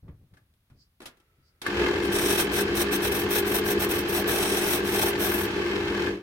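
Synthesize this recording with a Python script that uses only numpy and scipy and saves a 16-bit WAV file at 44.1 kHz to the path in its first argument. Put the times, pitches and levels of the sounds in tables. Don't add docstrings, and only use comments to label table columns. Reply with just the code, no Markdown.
import sys
import numpy as np
from scipy import signal
from scipy.fft import rfft, irfft, next_fast_len
from scipy.io import wavfile
from scipy.ndimage import map_coordinates

SR = 44100
rng = np.random.default_rng(int(sys.argv[2]) if len(sys.argv) > 2 else 0)


def wav_record(signal):
    frames = np.transpose(np.atleast_2d(signal))
    bounded = np.clip(frames, -1, 1)
    quanta = np.round(bounded * 32767).astype(np.int16)
    wavfile.write(sys.argv[1], SR, quanta)


N = 274698


def amp(db):
    return 10 ** (np.asarray(db) / 20)


def unit(x):
    return x / np.sqrt(np.mean(x ** 2) + 1e-20)


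def clock():
    return np.arange(N) / SR


def since(s):
    return np.maximum(clock() - s, 0)


def along(points, hz):
    f, v = np.transpose(points)
    return np.interp(np.log(hz + 1), np.log(f + 1), v)


def wobble(rate):
    return unit(map_coordinates(rng.standard_normal(int(N * rate / SR) + 4), [clock() * rate]))


def filtered(x, response):
    size = next_fast_len(N + SR // 2)
    return irfft(rfft(x, size) * response(np.fft.rfftfreq(size, 1 / SR)), size)[..., :N]


def coloured(x, spectrum):
    return unit(filtered(x, lambda hz: amp(along(spectrum, hz))))


def resonate(x, modes):
    def bank(f):
        return sum((-1) ** k * amp(db) * 1j * f * width / (hz * hz - f * f + 1j * f * width)
                   for k, (hz, width, db) in enumerate(modes))
    return unit(filtered(x, bank))


# (frequency [Hz], left-right likeness [-1..1])
LIKENESS = [(60, 1), (290, 0.97), (640, 0.74), (1410, 0.25), (3100, -0.48), (6800, 0.19), (15000, -0.31)]
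# (frequency [Hz], left over right [dB])
BALANCE = [(60, .4), (200, 1.8), (380, 1.1), (700, -.3), (1300, 1.8), (2400, -.7), (4400, -1), (8000, .5),
           (15000, 1.5)]

def spread(pair):
    def mid_side(hz):
        angle = np.arccos(np.clip(along(LIKENESS, hz), -1, 1)) / 2
        return np.array([np.cos(angle), np.sin(angle)])
    mid, side = filtered(pair, mid_side)
    stereo = np.array([mid + side, mid - side])
    return unit(filtered(stereo, lambda hz: amp(np.outer([.5, -.5], along(BALANCE, hz)))))


def noise():
    return spread(rng.standard_normal((2, N)))


def grains(rate, scatter_db):
    hit = rng.random(N) < rate / SR
    size = amp(scatter_db * np.clip(rng.standard_normal(N), -2, 2))
    return spread(hit * size * rng.standard_normal((2, N)))


# (frequency [Hz], level [dB])
ROOM_TONE_EQ = [(15, -39), (25, -12), (70, 1), (473, -27), (929, -27), (1010, -26), (3580, -27.5),
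                (7420, -37), (10500, -30), (15800, -30)]

def room_tone():
    return amp(-69) * coloured(noise(), ROOM_TONE_EQ)


# (time [s], hold [s], level [dB])
HAND_BUMPS = [(0.024, 0.054, -47), (.075, .015, -43), (0.193, .05, -57), (0.304, 0.041, -56),
              (.41, 0.027, -71), (0.48, .04, -70), (.699, 0.062, -55), (1.37, .05, -65)]
# (frequency [Hz], level [dB])
BUMP_EQ = [(25, -10), (70, 0), (125, 3), (220, -12), (300, -15.5), (500, -25), (1000, -37), (2000, -42),
           (4000, -85)]

def hand_bumps(attack_s=0.01, t60=0.28):
    envelope = sum(amp(db - 60 * since(s + hold) / t60) * np.tanh(since(s) / attack_s)
                   for s, hold, db in HAND_BUMPS)
    return envelope * coloured(noise(), BUMP_EQ)


def struck(modes):
    hz, width, db = np.transpose(modes)[:, :, None]
    t = np.arange(SR // 4) / SR
    phase = rng.uniform(0, 2 * np.pi, (2, len(modes), 1))
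    size = amp(db) * np.sqrt(width)
    ring = (size * np.sin(2 * np.pi * hz * t + phase) * np.exp(-np.pi * width * t)).sum(1)
    return ring * (1 - np.exp(-t / 0.00025)) / np.linalg.norm(size)


# (time [s], level [dB], ring over knock [dB], snap over knock [dB], knock t60 [s])
HITS = [(0.08, -53.5, -14, -34, 0.14), (.337, -64, 6, -1, 0.22), (0.37, -66, 16, 2, 0.16),
        (.538, -71, -12, 8, .04), (.699, -63, -8, -6, 0.18), (1.003, -44.5, -7, -3.5, 0.083),
        (1.017, -49, -8, -1.5, 0.3), (1.056, -48.5, 3, 10.5, 0.21), (1.17, -65, -17, 3, 0.081),
        (1.199, -68, -8, 6, 0.11), (1.616, -41.5, 4, 9, 0.12), (1.63, -48, -7, -6, 0.37),
        (1.664, -31, 15, 1.5, 0.085), (1.863, -32, 9, -14, 0.033), (6.072, -34, 11, -8, 0.026)]
# (frequency [Hz], level [dB])
KNOCK_EQ = [(60, -3), (220, -1.5), (310, 4.5), (480, 0), (700, -3.5), (1200, -3.5), (2500, -11),
            (5000, -30), (15000, -49)]
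# (frequency [Hz], level [dB])
SNAP_EQ = [(500, -22), (2000, 1), (3500, 3), (5000, -1), (7000, -7), (11000, -4.5), (15500, -17)]
# (frequency [Hz], width [Hz], level [dB])
HOUSING_MODES = [(860, 90, -7), (1148, 40, -1.5), (1565, 50, 0), (1692, 32, 2.5), (1790, 50, -1),
                 (2128, 45, -1.5), (2550, 300, -10), (3120, 200, -11), (4200, 600, -16), (5600, 250, -21)]

def clacks(attack_s=0.0011):
    knock, snap = coloured(noise(), KNOCK_EQ), coloured(noise(), SNAP_EQ)
    out = np.zeros((2, N + SR))
    for s, db, ring_db, snap_db, t60 in HITS:
        age = since(s)
        attack = 1 - np.exp(-age / attack_s)
        decay = amp(-60 * age / t60)
        out[:, :N] += amp(db) * attack * decay * (knock + amp(snap_db) * decay * snap)
        ring = amp(db + ring_db) * struck(HOUSING_MODES)
        start = round(s * SR)
        out[:, start:start + ring.shape[1]] += ring
    return out[:, :N]


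# (peak time [s], half length [s], level [dB])
HAND_SWISHES = [(0.817, 0.041, -63.5), (1.477, 0.043, -69.5)]
# (frequency [Hz], width [Hz], level [dB])
SWISH_BANDS = [(4800, 480, -2), (8300, 900, -21)]

def hand_swishes():
    envelope = sum(amp(db) / (1 + ((clock() - s) / half) ** 2) ** 2 for s, half, db in HAND_SWISHES)
    air = resonate(noise(), SWISH_BANDS)
    return envelope * resonate(air, [(4970, 3100, 0)])


def sheet_metal(start_s=1.06, t60=7):
    age = since(start_s)
    ring = resonate(noise(), [(390, 120, -0.5), (1330, 43, 4), (2030, 860, -10)])
    return (age > 0) * amp(-71.5 - 60 * age / t60) * ring


def turns(hz, drift):
    return 2 * np.pi * np.cumsum(hz * (1 + drift * wobble(7))) / SR


def drive_envelopes(start_s=1.633, shudder_s=1.83, stop_s=6.077):
    age, ending = since(start_s), since(stop_s)
    shudder = np.exp(-((clock() - shudder_s) / 0.083) ** 2)
    settling_db = 0.34 * age
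    drone_db = -27.5 - settling_db + 4.5 * shudder - 10 * (ending / 0.11) ** 2
    rattle_db = -36.5 + 4 * shudder - 164 * ending
    return amp(drone_db) * np.tanh(age / 0.13), amp(rattle_db) * np.tanh(age / 0.042)


# (frequency [Hz], width [Hz], level [dB])
FRAME_MODES = [(63.7, 11, -7.5), (105, 27, -10), (155, 17, -13.5), (197.6, 21.4, -8.5), (294, 27, -2.5),
               (348.7, 53, -3.5), (401.3, 27, 2), (448.4, 70.7, -6)]
# (pitch [Hz], level [dB], waver [dB], drift [share of pitch])
DRIVE_HUMS = [(200.8, -12, 0.5, .012), (350.3, -5, 0.5, 0.00503), (403, -9.5, 2, 0.00904)]

def frame_drone(motor, level, left_db=1.4):
    shaking = grains(rate=5000, scatter_db=.5) * amp(5 * np.cos(motor))
    throb = 1 + .3 * np.cos(motor - 1.2)
    hum = sum(np.sqrt(2) * amp(db + waver_db * wobble(25)) * np.sin(turns(hz, drift))
              for hz, db, waver_db, drift in DRIVE_HUMS)
    pan = amp(np.outer([.5, -.5], left_db))
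    return level * (amp(-2) * resonate(shaking, FRAME_MODES) + throb * hum * pan)


# (frequency [Hz], level [dB])
BELT_EQ = [(20, -18), (60, 1.5), (250, -5), (450, -7), (570, -8.5), (830, -1), (1330, -3.5), (2000, -4.5),
           (3000, -5), (4500, -16), (7000, -22.5), (9000, -31), (15500, -33)]

def pulley_rattle(spindle, level):
    once_a_turn = amp(1.5 * np.cos(spindle))
    flutter = unit(once_a_turn * amp(.9 * wobble(110)))
    ticks = resonate(grains(rate=800, scatter_db=0.5) * flutter, HOUSING_MODES)
    belt = coloured(grains(rate=9000, scatter_db=0) * flutter, BELT_EQ)
    return level * (ticks + amp(1) * belt)


# (time [s], length [s], level [dB], pressure ramp [dB], growl send of a deep cut [dB])
CHISEL_STROKES = [ (2.032, 0.041, -44, -2, -5), (2.125, 0.31, -33, 2, -3.5), (2.525, 0.092, -33, 3.5, -6),
                  (2.754, 0.074, -33.5, 5, -1.5), (2.921, 0.043, -32, 2.5, -8), (3.02, .064, -35, 3, -1),
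                  (3.117, 0.12, -38.5, -4.5, -5), (3.298, 0.099, -33.5, 9.5, -1.5),
                  (3.459, 0.13, -37.5, 9, 1), (3.654, 0.078, -35.5, 1.5, 2.5), (3.8, 0.051, -33.5, 1, 1.5),
                  (3.894, 0.12, -38.5, -8, 0.5), (4.084, 0.13, -37.5, 5.5, 3.5),
                  (4.279, 0.5, -33.5, 0, -.5), (4.849, 0.091, -40.5, 3, -10), (4.943, 0.16, -32.5, -3, 2),
                  (5.196, .262, -37.5, -9, 1), ]

def stroke_envelopes(bite_s=0.0053):
    t, bite, growl = clock(), np.zeros(N), np.zeros(N)
    for s, length, db, ramp_db, growl_db in CHISEL_STROKES:
        lift_s = 0.0052 + 0.013 * length
        attack = (1 + np.tanh((t - s) / bite_s / 2)) / 2
        release = (1 + np.tanh((s + length - t) / lift_s / 2)) / 2
        progress = np.clip((t - s) / length, 0, 1)
        force = attack * release * amp(db + ramp_db * (progress - .5))
        bite += force
        growl += force * amp(growl_db)
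    return bite, growl


# (frequency [Hz], level [dB])
HISS_EQ_LEFT = [(2000, 1), (4800, -10.5), (5600, 0), (7100, -15), (8200, 1), (9600, 0.5), (10800, -3),
                (12300, -2), (14000, -2), (15700, -12.5)]
HISS_EQ_RIGHT = [(2000, -6), (4000, -4), (4900, -11), (5600, 0.5), (7300, -7.5), (8200, -3.5), (9500, -2),
                 (10700, -14), (11700, -1), (14000, -5.5), (15700, -4)]
# (time [s], high shelf on the hiss [dB])
EDGE_KEENNESS = [(2.15, -1), (2.95, 3), (3.35, 5.5), (4.28, 4.5), (4.5, -3.5), (4.7, 4), (4.9, 1.5),
                 (5.3, 6)]
# (frequency [Hz], width [Hz], level [dB])
CHISEL_MODES = [(1550, 224, -1.5), (2590, 320, -1), (3100, 440, -1.5), (3700, 810, -4), (5670, 240, -8)]
REST_MODES = [(630, 65, -7), (751, 50, -7), (850, 61, -9.5)]

def chisel_cut(spindle, bite, growl):
    once_a_turn = amp(1.5 * np.cos(spindle))
    wood_grain = unit(once_a_turn * amp(1.9 * wobble(75) + 0.83 * wobble(540)))
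    fibres = grains(rate=22000, scatter_db=3) * wood_grain
    hiss = unit(filtered(fibres, lambda hz: amp([along(HISS_EQ_LEFT, hz), along(HISS_EQ_RIGHT, hz)])))
    sizzle = filtered(hiss, lambda hz: np.clip((hz - 10200) / 1500, 0, 1))
    keenness = amp(np.interp(clock(), *np.transpose(EDGE_KEENNESS)))
    shavings = hiss + (keenness - 1) * sizzle
    steel = resonate(grains(rate=5000, scatter_db=-1.5) * wood_grain, CHISEL_MODES)
    rest = resonate(grains(rate=1500, scatter_db=6) * wood_grain, REST_MODES)
    return bite * (amp(3.5) * shavings + amp(-1.27) * steel) + amp(-4.5) * growl * rest


def early_reflections(x, count):
    delay_s = rng.uniform(0.001213, .009, (count, 2, 1))
    polarity = rng.choice([-1, 1], (count, 2, 1))
    def echoes(hz):
        taps = (polarity * np.exp(-2j * np.pi * hz * delay_s)).sum(0) / np.sqrt(count)
        return taps * hz / (hz + 1500)
    return filtered(x, echoes)


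# (frequency [Hz], t60 [s])
REVERB_TIMES = [(150, 0.2), (1500, 0.32), (6000, 0.13), (14000, 0.13)]

def workshop_reverb(x):
    hz, t, bands = signal.stft(rng.standard_normal((2, SR // 2)), SR, nperseg=256)
    low_cut = (hz / (hz + 250))[:, None]
    decay = amp(-60 * t / along(REVERB_TIMES, hz)[:, None])
    tail = signal.istft(bands * low_cut * decay, SR, nperseg=256)[1]
    return signal.fftconvolve(x, tail / np.linalg.norm(tail[0]), axes=1)[:, :N]


def scene():
    motor, spindle = turns(hz=58.96, drift=0.0019), turns(hz=42.85, drift=0.0024)
    bite, growl = stroke_envelopes()
    drone_level, rattle_level = drive_envelopes()
    bright = pulley_rattle(spindle, rattle_level) + chisel_cut(spindle, bite, growl) + clacks()
    space = amp(-6) * early_reflections(bright, count=14) + amp(-11) * workshop_reverb(bright)
    bed = room_tone() + frame_drone(motor, drone_level)
    return bed + bright + space + sheet_metal() + hand_bumps() + hand_swishes()


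def record(dry):
    return filtered(dry, lambda hz: np.clip((16080 - hz) / 250, 0, 1))


dry = scene()
out = record(dry)
wav_record(out)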